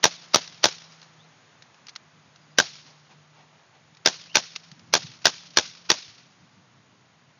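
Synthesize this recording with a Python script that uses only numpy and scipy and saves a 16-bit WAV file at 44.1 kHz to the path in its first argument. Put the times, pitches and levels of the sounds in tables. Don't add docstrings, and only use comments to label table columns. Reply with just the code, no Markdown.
import sys
import numpy as np
from scipy import signal
from scipy.fft import rfft, irfft, next_fast_len
from scipy.io import wavfile

SR = 44100
rng = np.random.default_rng(int(sys.argv[2]) if len(sys.argv) > 2 else 0)


def waveform_to_disk(signal):
    frames = np.transpose(np.atleast_2d(signal))
    scaled = np.clip(frames, -1, 1) * 32767
    samples = np.round(scaled).astype(np.int16)
    wavfile.write(sys.argv[1], SR, samples)


N = 325899
TIME = np.arange(N) / SR
MIC_TOP_HZ = 6900

# (time [s], pop gain [dB], muzzle ring gain [dB], wall echo delay [ms], hammer level [dB])
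SHOTS = [(0.0398, 1.5, -3, 14, -19), (0.344, 0, -6.5, 14.3, -25.5), (0.6403, 1, -2.5, 15, -24),
         (2.5846, 0.5, 6, 15.2, -32), (4.0590, 0, 0.5, 14, -34), (4.3540, -0.5, -0.5, 15, -27),
         (4.9372, -1.5, -3, 14.4, -27), (5.2543, 2, -1, 13.8, -26.5), (5.5710, 0.5, -4.5, 14.5, -32.5),
         (5.9011, -0.5, -11, 14.7, -25)]
# (frequency [Hz], relative level [dB])
CLACK_SPECTRUM = [(100, -18.5), (400, -9), (900, -9.5), (1400, -1), (2000, -4), (2700, 0), (3400, -3.5),
                  (4400, 0.5), (5800, -1), (6800, -8.5)]


def from_db(db):
    return 10 ** (np.asarray(db) / 20)


def in_time(curve):
    return np.interp(TIME, *np.transpose(curve))


def bell(s, half_s):
    return np.exp(-((TIME - s) / half_s) ** 2)


def add(out, s, sound):
    at = max(0, int(round(s * SR)))
    out[at:at + len(sound)] += sound[:len(out) - at]


def noise(spectrum, size):
    hz, db = np.transpose(spectrum)
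    padded = next_fast_len(size)
    f = np.maximum(np.fft.rfftfreq(padded, 1 / SR), 1)
    gain = from_db(np.interp(np.log(f), np.log(hz), db)) * (f < MIC_TOP_HZ)
    x = irfft(rfft(rng.standard_normal(padded)) * gain, padded)[:size]
    return x / np.std(x)


def fade(t, t60):
    return (t >= 0) * np.exp(-np.log(1000) * np.maximum(t, 0) / t60)


def ring(t, modes):
    return sum(from_db(db) * fade(t, t60) * np.cos(2 * np.pi * hz * t) for hz, db, t60 in modes)


def delayed(x, ms):
    t = TIME[:len(x)]
    return np.interp(t - ms / 1000, t, x, left=0)


def low_pass(x, hz):
    return signal.sosfilt(signal.ellip(12, .2, 85, hz, fs=SR, output="sos"), x)


def wind(rumble_db=-63.5, lumpy_db=2.0, rustle_db=1, leaves_db=-0.7, buffet_half_s=0.0061):
    # (frequency [Hz], relative level [dB])
    rumble_spectrum = [(30, -48.5), (60, -19.5), (90, -2.5), (125, 3), (200, -2.5), (300, -8.5), (600, -34)]
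    rustle_spectrum = [(120, -17.5), (300, -4.5), (700, 0), (1200, 0), (2000, -4.5), (3500, -25.5)]
    leaf_spectrum = [(1000, -10.5), (2200, 1.5), (3500, 0), (5500, -4), (6800, -2.5)]
    # (time [s], level [dB])
    breeze = [(0, -58.5), (2.2, -62.5), (4.0, -63.5), (5.3, -62.5), (6.4, -64), (7.39, -65)]
    # (time [s], half width [s], gain [dB])
    gusts = [(4.97, 0.28, 10), (6.7, .35, 3)]
    # (time [s], frequency [Hz], level [dB])
    buffets = [(4.725, 164.6, -40), (5.048, 139.2, -33.5), (6.085, 99, -47), (6.999, 115, -59.5)]
    lumps = noise([(8, -1.0), (40, -41.5), (100, -89.0)], N)
    gust_db = sum(db * bell(s, half_s) for s, half_s, db in gusts)
    out = from_db(rumble_db + gust_db + lumpy_db * lumps) * noise(rumble_spectrum, N)
    rustle = from_db(rustle_db) * noise(rustle_spectrum, N)
    leaves = from_db(leaves_db) * noise(leaf_spectrum, N)
    out += from_db(in_time(breeze)) * (rustle + leaves)
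    for s, hz, db in buffets:
        out += from_db(db) * bell(s, buffet_half_s) * np.sin(2 * np.pi * (hz * TIME + rng.random()))
    return out


def engine(fade_db_per_s=38):
    # (time [s], frequency [Hz])
    firing_rate = [(0, 171.1), (1.25, 157.6), (3.0, 149), (3.9, 156), (4.3, 163.2), (5.8, 172.4)]
    # (start [s], end [s], level [dB])
    swells = [(0, 1.25, -61), (2.292, 3.35, -61), (4.108, 5.9, -62.5)]
    level = sum(from_db(db - fade_db_per_s * abs(TIME - np.clip(TIME, start, end)))
                for start, end, db in swells)
    waver_db = 1.5 * noise([(6, 0), (30, -50), (100, -90)], N)
    phase = 2 * np.pi * np.cumsum(in_time(firing_rate)) / SR
    return level * from_db(waver_db) * np.sqrt(2) * np.sin(phase)


def whistle(length_s, start_hz, end_hz):
    progress = np.linspace(0, 1, int(length_s * SR))
    hz = start_hz + (end_hz - start_hz) * progress
    blur = noise([(130, 0), (500, -30), (1500, -70)], len(progress))
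    return np.sin(np.pi * progress) * blur * np.sqrt(2) * np.sin(2 * np.pi * np.cumsum(hz) / SR)


def birds(call_s=0.093, rise_ratio=1.44,
          first_peep_s=2.4, peep_period_s=0.096, peep_s=0.053, peep_hz=4880, peep_db=-67):
    # (time [s], starting frequency [Hz], level [dB])
    calls = [(.80, 3160, -61), (1.168, 2980, -61), (4.264, 2330, -53.5)]
    out = np.zeros(N)
    for s, hz, db in calls:
        add(out, s, from_db(db) * whistle(call_s, hz, hz * rise_ratio))
    for k in range(4):
        add(out, first_peep_s + k * peep_period_s, from_db(peep_db) * whistle(peep_s, peep_hz, peep_hz))
    return out


def brushes():
    # (frequency [Hz], relative level [dB])
    spectrum = [(250, -11), (550, -1.5), (850, 3), (1400, -8), (2500, -5.5), (6000, -16)]
    # (time [s], half width [s], level [dB])
    moves = [(2.895, 0.06, -59.5), (3.12, 0.024, -53.5), (3.396, 0.052, -56), (3.578, 0.11, -63),
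             (3.758, 0.022, -58.5)]
    return noise(spectrum, N) * sum(from_db(db) * bell(s, half_s) for s, half_s, db in moves)


def click(db, t60, rise_s=0.00076, bass_hz=1500, bass_db=-13):
    t = TIME[:SR // 10]
    burst = noise(CLACK_SPECTRUM, len(t)) * fade(t, t60) * np.clip(t / rise_s, 0, 1)
    bright = signal.sosfilt(signal.butter(1, bass_hz, "high", fs=SR, output="sos"), burst)
    return from_db(db) * (bright + from_db(bass_db) * (burst - bright))


def action(fall_s=0.014, strike_s=0.009, fall_t60=.05,
           sear_lead_s=0.0067, sear_db=-13.5, lock_t60=0.022, click_db=-6.5):
    # (time [s], level [dB])
    cockings = [(1.96, -25), (4.5604, -19.5)]
    # (time [s], relative level [dB], T60 [s])
    contacts = [(0.4758, -25.5, 0.026), (0.7821, -32.5, 0.03), (1.016, -34, 0.026), (1.0276, -33.5, 0.03),
                (1.6216, -31.5, 0.025), (1.7436, -43, 0.026), (1.8677, -31.5, 0.027), (1.8837, -29, 0.033),
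                (1.892, -30.5, 0.041), (2.359, -38.5, 0.029), (2.754, -30, 0.024), (3.9479, -42, 0.026),
                (3.9694, -37, 0.024), (4.2136, -30, 0.023), (4.7152, -31, 0.025), (4.794, -37, 0.026),
                (5.0669, -31, 0.024), (5.1164, -36.5, 0.026), (5.3796, -30.5, 0.026), (5.7124, -33, 0.026)]
    out, t = np.zeros(N), TIME[:SR // 10]
    swing = np.clip(t / strike_s, 0, 1) ** 2 * fade(np.maximum(t - strike_s, 0), fall_t60)
    for s, *_, hammer_db in SHOTS:
        add(out, s - fall_s, from_db(hammer_db) * swing * noise(CLACK_SPECTRUM, len(t)))
    for s, db in cockings:
        add(out, s - sear_lead_s, click(db + sear_db, lock_t60))
        add(out, s, click(db, lock_t60))
    for s, db, t60 in contacts:
        add(out, s, click(db + click_db, t60))
    return out


def fence(nearest_s=.082, onset_s=.105, far_rate_hz=1475, t60=.36,
          second_db=-50, third_db=-55, uneven=0.67):
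    out, t = np.zeros(N), TIME[:SR // 2]
    palings_heard = far_rate_hz * np.sqrt(np.maximum(t ** 2 - nearest_s ** 2, 0))
    for s, *_ in SHOTS:
        for harmonic, db in [(2, second_db), (3, third_db)]:
            phase = 2 * np.pi * (harmonic * palings_heard + rng.random())
            smear = [uneven * noise([(160, 0), (450, -18), (1200, -60)], len(t)) for _ in range(2)]
            whizz = (1 + smear[0]) * np.sin(phase) + smear[1] * np.cos(phase)
            add(out, s, from_db(db) * fade(t - onset_s, t60) * whizz)
    return out


def reverberation(yard_db=-22, yard_s=0.022, yard_t60=0.091, trees_db=-40.5, trees_s=.031,
                  trees_t60=0.45, far_db=-51.0, far_t60=1.5, patchy_db=3.0):
    # (frequency [Hz], relative level [dB])
    yard_spectrum = [(80, -16), (170, -5), (320, -1), (420, -4), (600, 3), (900, 1), (1400, -3), (2000, -6),
                     (3000, -2), (4300, -1), (5500, 0), (6800, -4)]
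    tree_spectrum = [(200, -12), (400, -18), (1000, -15), (2000, -5), (3000, -2.5), (4300, 0.5),
                     (5600, 0.5), (6800, -8)]
    # (delay [s], level [dB], T60 [s])
    far_echoes = [(.069, -42, .12), (.083, -39.5, 0.041), (.097, -50, 0.054), (.179, -45, 0.047),
                  (.2, -49, .12), (.28, -51, 0.22)]
    out, t = np.zeros(N), TIME[:SR]
    slaps = sum(from_db(db) * fade(t - delay, t60) for delay, db, t60 in far_echoes)
    tree_decay = from_db(trees_db) * fade(t - trees_s, trees_t60)
    tree_decay += from_db(far_db) * fade(t - trees_s, far_t60)
    patch_times = t[::SR // 150]
    for s, *_ in SHOTS:
        patches = np.interp(t, patch_times, rng.standard_normal(len(patch_times)))
        yard = from_db(yard_db) * fade(t - yard_s, yard_t60) * noise(yard_spectrum, len(t))
        trees = tree_decay * noise(tree_spectrum, len(t))
        scatter = from_db(patchy_db * patches) * (yard + trees)
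        add(out, s, scatter + slaps * noise(CLACK_SPECTRUM, len(t)))
    return out


def pops(first_thump_db=2.5, chill_db_per_shot=0.94, muzzle_hz=1550, muzzle_db=-9, muzzle_t60=0.016,
         jet_db=-3, jet_rise_s=0.0015, jet_open_s=0.0018, jet_t60=0.018, after_db=-24, after_t60=0.081,
         crack_ms=.4, jet_echo_db=-16, wall_db=2.5):
    # (frequency [Hz], relative level [dB], T60 [s])
    thump_modes = [(200, -24, 0.021), (356, -12.5, 0.0089), (460, -15, 0.01), (597, -7.5, 0.009),
                   (847, -13, 0.016)]
    barrel_modes = [(1290, -15.5, 0.0032), (2660, -5.5, 0.0045), (3590, 2, 0.004), (4280, -8, 0.0033),
                    (4940, -12.5, 0.0061), (5680, 0, 0.0043)]
    # (frequency [Hz], relative level [dB])
    jet_spectrum = [(30, -32.5), (120, -22.5), (300, -5.5), (700, -2), (1500, -3), (2300, -4.5),
                    (3600, -3.5), (5700, 2), (6800, -18.5)]
    # (delay [ms], gain [dB])
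    near_echoes = [(1.6, -16), (3.25, -6.5), (4.8, -18), (11.5, -16), (25.2, -24.5), (39.0, -30)]
    out, t = np.zeros(N), TIME[:SR // 10]
    valve = np.clip(t / jet_rise_s, 0, 1) * fade(np.maximum(t - jet_open_s, 0), jet_t60)
    flow = from_db(jet_db) * valve + from_db(after_db) * fade(t, after_t60)
    for k, (s, db, ring_db, wall_ms, _) in enumerate(SHOTS):
        thump = from_db(first_thump_db - chill_db_per_shot * k) * ring(t, thump_modes)
        muzzle = ring(t, [(muzzle_hz, muzzle_db + ring_db, muzzle_t60)])
        crack = delayed(thump + muzzle + ring(t, barrel_modes), crack_ms)
        jet = flow * noise(jet_spectrum, len(t))
        thrown = crack + from_db(jet_echo_db) * jet
        paths = near_echoes + [(wall_ms, wall_db)]
        echoes = sum(from_db(echo_db) * delayed(thrown, ms) for ms, echo_db in paths)
        add(out, s, from_db(db) * (crack + jet + echoes))
    return out


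def scene():
    return (pops() + reverberation() + fence() + brushes() + action() + birds() + engine() + wind())[None]


def record(dry, overload=0.68, ceiling=0.77, low_cut_hz=100, top_cut_hz=16500):
    saturated = overload * np.tanh(dry / overload)
    heard = low_pass(saturated, MIC_TOP_HZ)
    heard = signal.sosfilt(signal.butter(3, low_cut_hz, "high", fs=SR, output="sos"), heard)
    return low_pass(np.clip(heard, -ceiling, ceiling), top_cut_hz)


dry = scene()
out = record(dry)
waveform_to_disk(out)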